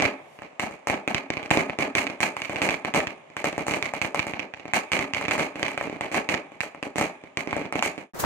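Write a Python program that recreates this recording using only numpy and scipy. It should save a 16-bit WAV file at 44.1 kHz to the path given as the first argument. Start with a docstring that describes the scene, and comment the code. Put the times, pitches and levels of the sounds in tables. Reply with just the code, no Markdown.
"""A string of firecrackers goes off a few metres from a stereo microphone pair in a walled street at night.
Each bang arrives as a low thump and a short crack, comes back from the near walls and dies in a grainy
rumble of far echoes. The fuse sizzles in the first pause; the neighbourhood is a faint, steady noise.
The street fades out near 8 s; after a short silence a brighter scene cuts in with a hiss and one pop."""
import sys
import numpy as np
from scipy import signal
from scipy.fft import rfft, irfft
from scipy.io import wavfile

SR = 44100
rng = np.random.default_rng(int(sys.argv[2]) if len(sys.argv) > 2 else 0)


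def transcribe(signal):
    """Save signal, clipped to [-1, 1], as a 16-bit WAV file at the path in sys.argv[1]."""
    frames = np.atleast_2d(signal).T
    limited = np.clip(frames, -1, 1)
    pcm = np.round(limited * 32767).astype(np.int16)
    wavfile.write(sys.argv[1], SR, pcm)


N = 363805
SPOTS, FOLLOWERS = 6, 5   # spots on the string, each with its own echoes; weak clicks after a crack

# firecracker bangs, and some of their wall echoes about 30 ms later:
# t/s, relative crack level/dB, body/dB re crack, street send/dB re crack
ARRIVALS = [(0.0004, -18, 7, -3), (0.0224, -12.5, -10, -3.5), (0.0531, -11, -18, -10.5),
            (0.389, -34, -2, -13), (0.4201, -27.5, -11.5, -8), (0.5306, -53, 14, -22),
            (0.5966, -16, -11.5, -6.5), (0.6367, -23.5, 2.5, -6), (0.7105, -34, 0, -4.5),
            (0.8719, -16, -17, -4), (0.8988, -15, 3, -8.5), (0.941, -24, 10.5, -9), (1.077, -16, 2.5, -8.5),
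            (1.1461, -11, -16, -7.5), (1.3032, -15.5, -1.5, -12.5), (1.3347, -31.5, -22, -0.5),
            (1.37, -21, 1.5, -8.5), (1.4294, -28, -2, -4.5), (1.4599, -27.5, -13, -23),
            (1.5055, -15.5, -9.5, 1), (1.5117, -4.5, -10.5, -14), (1.5728, -15.5, 9, -4),
            (1.6971, -18.5, 2, -15), (1.7879, -20.5, 1.5, 1), (1.8246, -16, 2, -8), (1.952, -13, -9.5, -2),
            (1.9828, -13.5, -28, -2.5), (2.0681, -19.5, -5, -8.5), (2.0996, -27.5, 4, -6.5),
            (2.2045, -18, -5, -1), (2.2304, -11, -16.5, -5), (2.367, -18, -32, -6.5),
            (2.419, -19, -28, -5.5), (2.4488, -24, -32, -4), (2.496, -21.5, -3, -3.5),
            (2.5595, -19.5, 0.5, -4.5), (2.618, -15, -1, 0), (2.6895, -12, -9, -8.5),
            (2.7073, -17.5, -19, -2.5), (2.7419, -20, -8, -22), (2.8484, -15.5, -2, -8.5),
            (2.9393, -17.5, -8, 0), (2.9472, -12.5, -7.5, -1.5), (3.0039, -16, -15, -16),
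            (3.0709, -17.5, -15, -9), (3.3012, -42.5, 5, -4.5), (3.3672, -16.5, -27, -5),
            (3.443, -11, -16.5, -4.5), (3.5284, -26.5, 4, -7), (3.5798, -17, -1, -7.5),
            (3.6672, -22, -12, -3), (3.6825, -13, -15, -9), (3.7103, -19.5, -2, -1.5),
            (3.7378, -17, -3.5, -6), (3.7705, -23.5, 3, -17), (3.8259, -14.5, -18, -5.5),
            (3.8564, -21, -12, -6), (3.9371, -15.5, -23, -6), (4.0159, -15.5, -11, -3),
            (4.0475, -16.5, -10, -19), (4.146, -11.5, -20, -7.5), (4.1933, -11.5, -18, -8.5),
            (4.268, -18, -14, -6), (4.336, -19, -7, -9.5), (4.3945, -19, -3, -7), (4.5381, -21.5, -40, -16),
            (4.5707, -34.5, -18, -6), (4.5972, -32.5, -1, -6), (4.655, -29.5, 5, -10.5),
            (4.6802, -30.5, 0, -5.5), (4.7357, -9.5, -22, 0), (4.9184, -13.5, -17, 1),
            (4.933, -12, -10, -5.5), (4.9911, -13, -6, -5.5), (5.0419, -20, -15, -25),
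            (5.1359, -12.5, -24, -11), (5.1472, -17, -25, -1), (5.1667, -16.5, -27, -7.5),
            (5.2123, -16, -19, -4.5), (5.2523, -19, -6, -16), (5.2827, -15.5, -0.5, -5.5),
            (5.3106, -11.5, -18, -3), (5.3208, -17, -13, -11), (5.3532, -14.5, -20, -14),
            (5.3803, -15.5, -6, -1.5), (5.3964, -17.5, -10, -0.5), (5.4307, -20.5, -16, -4),
            (5.5569, -28.5, 10, -2), (5.5957, -24, -3, -3.5), (5.6296, -9.5, -8, -9.5),
            (5.6531, -18, -25, -7), (5.682, -15.5, -33, -5.5), (5.7443, -31, 2, -3.5),
            (5.7769, -12, -34, -8.5), (5.8112, -13.5, -27, -19), (5.827, -24.5, -4, -1),
            (5.873, -33.5, 18, -10), (5.8975, -30.5, 9, -5), (5.9274, -38.5, 16.5, 2),
            (5.961, -36.5, 12, -9), (6.0097, -13.5, -11, -7), (6.0561, -29.5, 8, -5),
            (6.1161, -31.5, 10.5, 6.5), (6.1447, -12.5, -4.5, -2), (6.1811, -12, -21, -23),
            (6.2897, -14, -2.5, -1), (6.3414, -10, -10.5, -12.5), (6.5195, -38.5, 4, -3.5),
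            (6.6057, -14.5, -28, -6.5), (6.6345, -18.5, -22, -10), (6.7476, -26.5, 2, -15),
            (6.8277, -20.5, 3.5, -7.5), (6.8678, -35.5, 23, -26), (6.9582, -25.5, 9, -0.5),
            (6.983, -10.5, -12, -7), (7.012, -8.5, -8, -9), (7.0433, -28, -9, -1.5), (7.238, -37, 8, -5),
            (7.3722, -12.5, -6, -7.5), (7.4739, -26.5, 10.5, -3), (7.5098, -26, -7, -1),
            (7.5292, -13, -2, -11.5), (7.5662, -17, 3, -9), (7.6148, -29, 13, -2), (7.6552, -24.5, 1, -18),
            (7.7251, -12.5, -7, -12), (7.756, -18.5, 8, -6.5), (7.7924, -17, -14, -17),
            (7.8253, -8.5, -27, -3), (7.8615, -14.5, -6, -12), (7.9789, -28.5, 8.5, -2.5)]


def firecrackers():
    """Each arrival, bang or wall echo, takes on the near walls and far echoes of one random spot."""
    draws = rng.random((len(ARRIVALS), 2 * FOLLOWERS + 2))
    arrivals = with_snap(ARRIVALS, draws[:, 1])
    chosen_spot = (draws[:, 0] * SPOTS).astype(int)
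    mic_draws = draws[:, 2:].reshape(-1, 2, FOLLOWERS)
    out = thump(arrivals, mic_draws)
    for spot, (near, far) in enumerate(zip(near_walls(), far_echoes())):
        here = chosen_spot == spot
        band_scale = 1 + 0.45 * (2 * spot / (SPOTS - 1) - 1)   # each spot cracks lower or higher
        out = out + convolve(blast(arrivals[here], mic_draws[here], band_scale), near)
        out = out + from_db(-15) * convolve(street_send(arrivals[here]), far)
    return out


# treble snap as the string burns along: t/s, base level/dB re crack
SNAP_TREND = [(0, -14), (.3, -22.5), (.6, -13), (1.4, -14.5), (2.2, -13.5), (3.0, -15), (3.7, -10),
              (4.3, -16), (4.9, -16), (5.8, -14.5), (6.4, -13.5), (6.9, -10), (7.4, -14), (8.0, -13.5)]


def with_snap(arrivals, draws):
    """Add a snap column (dB re crack): what carries further into the street is brighter."""
    t, crack_db, body_db, street_db = np.transpose(arrivals)
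    snap_db = np.interp(t, *np.transpose(SNAP_TREND))
    snap_db += 0.69 * street_db + 0.13 * crack_db + 0.033 * body_db
    snap_db += 3 * (2 * draws - 1)
    return np.transpose([t, crack_db, body_db, snap_db, street_db])


def thump(arrivals, mic_draws):
    """The pressure step: a short thump that the walls hardly return, unequal at the two microphones."""
    t, crack_db, body_db, _, _ = arrivals.T
    level_db = 16.5 + crack_db + 0.16 * body_db
    steps = [clicks(t, level_db + 20 * (mic_draws[:, mic, 0] - 0.5)) for mic in range(2)]
    return lowpass(np.array(steps), 119.5)


def blast(arrivals, mic_draws, band_scale):
    """Low body, mid crack and treble snap of each arrival."""
    t, crack_db, body_db, snap_db, _ = arrivals.T
    lean_db = 12 * (mic_draws[:, :, 1] - 0.5)   # the body hits one microphone harder, differently each time
    body = lowpass(np.array([clicks(t, crack_db + body_db + lean_db[:, mic]) for mic in range(2)]), 606)
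    crack = highpass(burst(t, crack_db, mic_draws), 1290 * band_scale)
    crack = lowpass(crack, 3860 * band_scale)
    snap = highpass(burst(t, crack_db + snap_db, mic_draws), 1710)
    return from_db(11) * body + from_db(13.5) * crack + from_db(28) * snap


def burst(t, level_db, mic_draws):
    """A click with weaker followers within 2.5 ms (ground bounce, tearing paper), apart for each side."""
    out = np.array([clicks(t, level_db)] * 2)
    for mic in range(2):
        for k in range(FOLLOWERS):
            lag_s = 0.0001 + 0.0024 * mic_draws[:, mic, k]
            out[mic] += (-1) ** (k + 1) * clicks(t + lag_s, level_db - 4 - 5000 * lag_s)
    return out


# echoes off the near walls, before each spot varies them: delay t/s, left level/dB, right level/dB
WALL_ECHOES = [(.0038, -7.5, -9.5), (.0069, -13.5, -4.5), (0.0278, -28, -16), (0.0355, -9.5, -10.5)]


def near_walls():
    """Direct sound plus a few distinct echoes; the paths change from spot to spot."""
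    responses = np.zeros((SPOTS, 2, SR // 10))
    responses[:, :, 0] = 1
    for delay_s, left_db, right_db in WALL_ECHOES:
        for response in responses:
            tap = int(delay_s * (1 + 0.02 * rng.uniform(-0.92, 1)) * SR)
            response[:, tap] = from_db(np.array([left_db, right_db]) + rng.uniform(-8.7, 3, 2))
    return responses


def street_send(arrivals):
    """What goes down the street keeps part of its own colour: fuller or thinner, brighter or duller."""
    t, crack_db, body_db, snap_db, street_db = arrivals.T
    sent_db = crack_db + street_db
    low = lowpass(clicks(t, sent_db + 0.43 * (body_db + 8)), 1830)
    middle = lowpass(highpass(clicks(t, sent_db), 1320), 4850)
    high = highpass(clicks(t, sent_db + 1.17 * (snap_db + 17.5)), 3500)
    return low + middle + high


# decay down the street: f/Hz, relative level/dB, early T60/s, late T60/s, late level/dB re early
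STREET_DECAY = [(50, 9, 0.17, .4, -23), (124, 7.5, 0.037, 1.8, -24), (264, 3.5, 0.31, 0.62, -22),
                (840, 2.5, 0.34, 1.46, -27.5), (2060, 2.5, 0.16, 0.33, -5.5), (4740, 7.5, 0.22, 2.3, -39.5),
                (12000, 6.5, 0.16, 0.41, -20.5)]
# far echoes scattered into even hiss: f/Hz, share of the power
SCATTERED_SHARE = [(300, 0.094), (2000, 0.76), (8000, 0.39)]
# likeness of the far echoes at the two microphones: f/Hz, correlation
MIC_CORRELATION = [(60, 1), (180, 1), (550, 1), (1650, 0.15), (4970, 0.16), (15000, 0.056)]


def far_echoes(echoes_per_s=1100, spread_db=7, build_s=0.0055, hold_s=0.03):
    """For each spot, many small reflections of uneven size build up, hold, then die on two slopes."""
    t = np.arange(SR) / SR
    decay_s = np.maximum(t - hold_s, 0)
    shape = (2, SPOTS, len(t))
    sizes = from_db(spread_db * np.minimum(rng.exponential(1, shape), 4))
    grains = unit_rms(sizes * rng.choice([-1, 1], shape) * (rng.random(shape) < echoes_per_s / SR))
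    hiss = rng.standard_normal(shape)
    edges_hz = 30 * 2 ** np.arange(0, 9.6, 0.5)   # half octaves
    out = 0
    for low, high in zip(edges_hz, edges_hz[1:]):
        hz = np.sqrt(low * high)
        scattered, = at_hz(SCATTERED_SHARE, hz)
        correlation, = at_hz(MIC_CORRELATION, hz)
        level_db, early_t60, late_t60, late_db = at_hz(STREET_DECAY, hz)
        mid, side = bandpass(np.sqrt(1 - scattered) * grains + np.sqrt(scattered) * hiss, low, high)
        mid, side = np.sqrt(1 + correlation) * mid, np.sqrt(1 - correlation) * side
        early = from_db(level_db - 60 * decay_s / early_t60)
        late = from_db(level_db + late_db - 60 * decay_s / late_t60)
        out = out + (early + late) * np.stack([mid + side, mid - side], axis=1)
    return out * (1 - np.exp(-t / build_s))


# sizzle of the fuse: t/s, relative level/dB
FUSE_LEVEL = [(.1, -77), (.25, -71), (.36, -64), (.47, -77), (.56, -93)]


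def fuse():
    """The burning fuse: a thin bright sizzle, heard in the first pause between bangs."""
    burning = np.arange(N) < FUSE_LEVEL[-1][0] * SR
    sizzle = unit_rms(bandpass(rng.standard_normal((2, N)), 3500, 11200))
    return burning * from_db(in_time(FUSE_LEVEL)[0]) * sizzle


# the pop in the second scene: t/s, level/dB
POP = [(8.2399, -5.5)]


def hollow_pop(ring_hz=1000, bandwidth_hz=400):
    """One click rings a quickly damped resonance, the same left and right."""
    pole, angle = np.exp(-np.pi * bandwidth_hz / SR), 2 * np.pi * ring_hz / SR
    click = clicks(*np.transpose(POP))
    ring = signal.lfilter([0, np.sin(angle)], [1, -2 * pole * np.cos(angle), pole ** 2], click)
    return lowpass(ring, 2800)


# swell of the second scene's hiss: t/s, low band level/dB, high band level/dB
HISS_SWELL = [(8.135, -49, -78), (8.146, -38, -47.5), (8.186, -36.5, -44), (8.2, -31, -24.5),
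              (8.22, -37, -31), (8.25, -19, -43)]
# its colour before the two bands are levelled: f/Hz, relative level/dB
HISS_SPECTRUM = [(30, -11), (110, -1), (500, 0.5), (1700, -9), (3000, -18.5), (7000, -11.5), (12000, -16.5),
                 (15500, -8.5)]


def bright_hiss(crossover_hz=2400):
    """Wide bright hiss that swells in once the street has faded."""
    noise = coloured_noise(HISS_SPECTRUM)
    low_db, high_db = in_time(HISS_SWELL)
    low = from_db(low_db) * unit_rms(lowpass(noise, crossover_hz))
    high = from_db(high_db) * unit_rms(highpass(noise, crossover_hz))
    started = np.arange(N) > HISS_SWELL[0][0] * SR
    return started * (low + high)


# night air ahead of the microphones: f/Hz, relative level/dB
NIGHT_SPECTRUM = [(40, -35), (150, -19), (600, 9.5), (2500, 3), (6000, -3.5), (14000, -6)]


def neighbourhood():
    """Steady noise from far beyond the street."""
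    return from_db(-62.5) * coloured_noise(NIGHT_SPECTRUM)


# response common to both microphones: f/Hz, relative level/dB
MIC_RESPONSE = [(18, -79), (30, -29), (86, -11.5), (276, 2.5), (506, -0.5), (659, 0), (1270, -8),
                (1420, -12.5), (2050, -6), (2350, -5), (2650, -8), (3300, -16.5), (5300, -22),
                (7090, -16.5), (9300, -26), (12300, -39.5), (14800, -37.5), (16500, -93)]
# left microphone minus right, before limiting: f/Hz, level/dB
MIC_IMBALANCE = [(30, -17.5), (60, -2), (95, 32), (150, -8.5), (240, 2), (380, -5.5), (600, 5.5),
                 (950, -2.5), (1500, 1.5), (2380, -8), (3770, -1), (5980, -6.5), (9470, 3.5), (15000, -10)]


def microphones(right_lag_samples=5):
    """The pair dulls the treble; the right one rings near 2.3 kHz and hears the source a little later."""
    hz = np.linspace(0, SR / 2, 2049)
    common_db, = at_hz(MIC_RESPONSE, hz)
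    imbalance_db = np.clip(at_hz(MIC_IMBALANCE, hz)[0], -9, 5)
    left = minimum_phase(common_db + imbalance_db / 2)
    right = minimum_phase(common_db - imbalance_db / 2)
    pair = np.array([left, np.roll(right, right_lag_samples)])
    return pair / np.abs(pair).max()


def from_db(db):
    """Decibels to gain."""
    return 10 ** (np.asarray(db) / 20)


def unit_rms(x):
    """Scale to rms 1."""
    return x / np.sqrt(np.mean(x ** 2) + 1e-20)


def at_hz(table, hz):
    """Read a table on a log-frequency axis; one array per column."""
    centres, *columns = np.transpose(table)
    return [np.interp(np.log(np.maximum(hz, 1)), np.log(centres), c) for c in columns]


def in_time(table):
    """Read a table at every sample; one array per column."""
    t, *columns = np.transpose(table)
    return [np.interp(np.arange(N) / SR, t, c) for c in columns]


def clicks(t, level_db):
    """One click for each time."""
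    out = np.zeros(N)
    np.add.at(out, np.minimum((np.asarray(t) * SR).astype(int), N - 1), from_db(level_db))
    return out


def convolve(x, response):
    """Linear convolution along time, cut to length."""
    return signal.fftconvolve(np.atleast_2d(x), np.atleast_2d(response), axes=1)[:, :N]


def minimum_phase(level_db):
    """Response for levels on an even frequency grid: nothing rings before the hit."""
    cepstrum = irfft(level_db * np.log(10) / 20)
    half = len(cepstrum) // 2
    cepstrum[1:half] *= 2
    cepstrum[half + 1:] = 0
    return irfft(np.exp(rfft(cepstrum)))[:half]


def coloured_noise(spectrum):
    """Independent left and right noise with the given spectrum."""
    response = minimum_phase(at_hz(spectrum, np.linspace(0, SR / 2, 1025))[0])
    return convolve(rng.standard_normal((2, N)), response)


def lowpass(x, hz):
    """Low side of a crossover."""
    return signal.sosfilt(signal.butter(2, hz, "low", fs=SR, output="sos"), x + 1e-18)


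def highpass(x, hz):
    """High side of a crossover, inverted so that it adds up with the low side."""
    return -signal.sosfilt(signal.butter(2, hz, "high", fs=SR, output="sos"), x + 1e-18)


def bandpass(x, low_hz, high_hz):
    """The band between two edges."""
    return signal.sosfilt(signal.butter(2, [low_hz, high_hz], "band", fs=SR, output="sos"), x)


# fader on the street, sinking slowly and closing near 8 s: t/s, level/dB
STREET_FADER = [(0, -1.5), (7.99, -5), (8.05, -9), (8.11, -25.5), (8.128, -59), (8.131, -87), (8.25, -75)]


def scene():
    """The street at the microphone pair, faded out, then the second scene's hiss and pop."""
    street = convolve(firecrackers() + neighbourhood(), microphones()) + fuse()
    return street * from_db(in_time(STREET_FADER)[0]) + bright_hiss() + hollow_pop()


def record(dry, ceiling=0.85, cutoff_hz=16900):
    """The recorder rounds the peaks and cuts the top of the treble."""
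    rounded = ceiling * np.tanh(dry / ceiling)
    return signal.sosfilt(signal.cheby2(14, 85, cutoff_hz, fs=SR, output="sos"), rounded)


dry = scene()
out = record(dry)
transcribe(out)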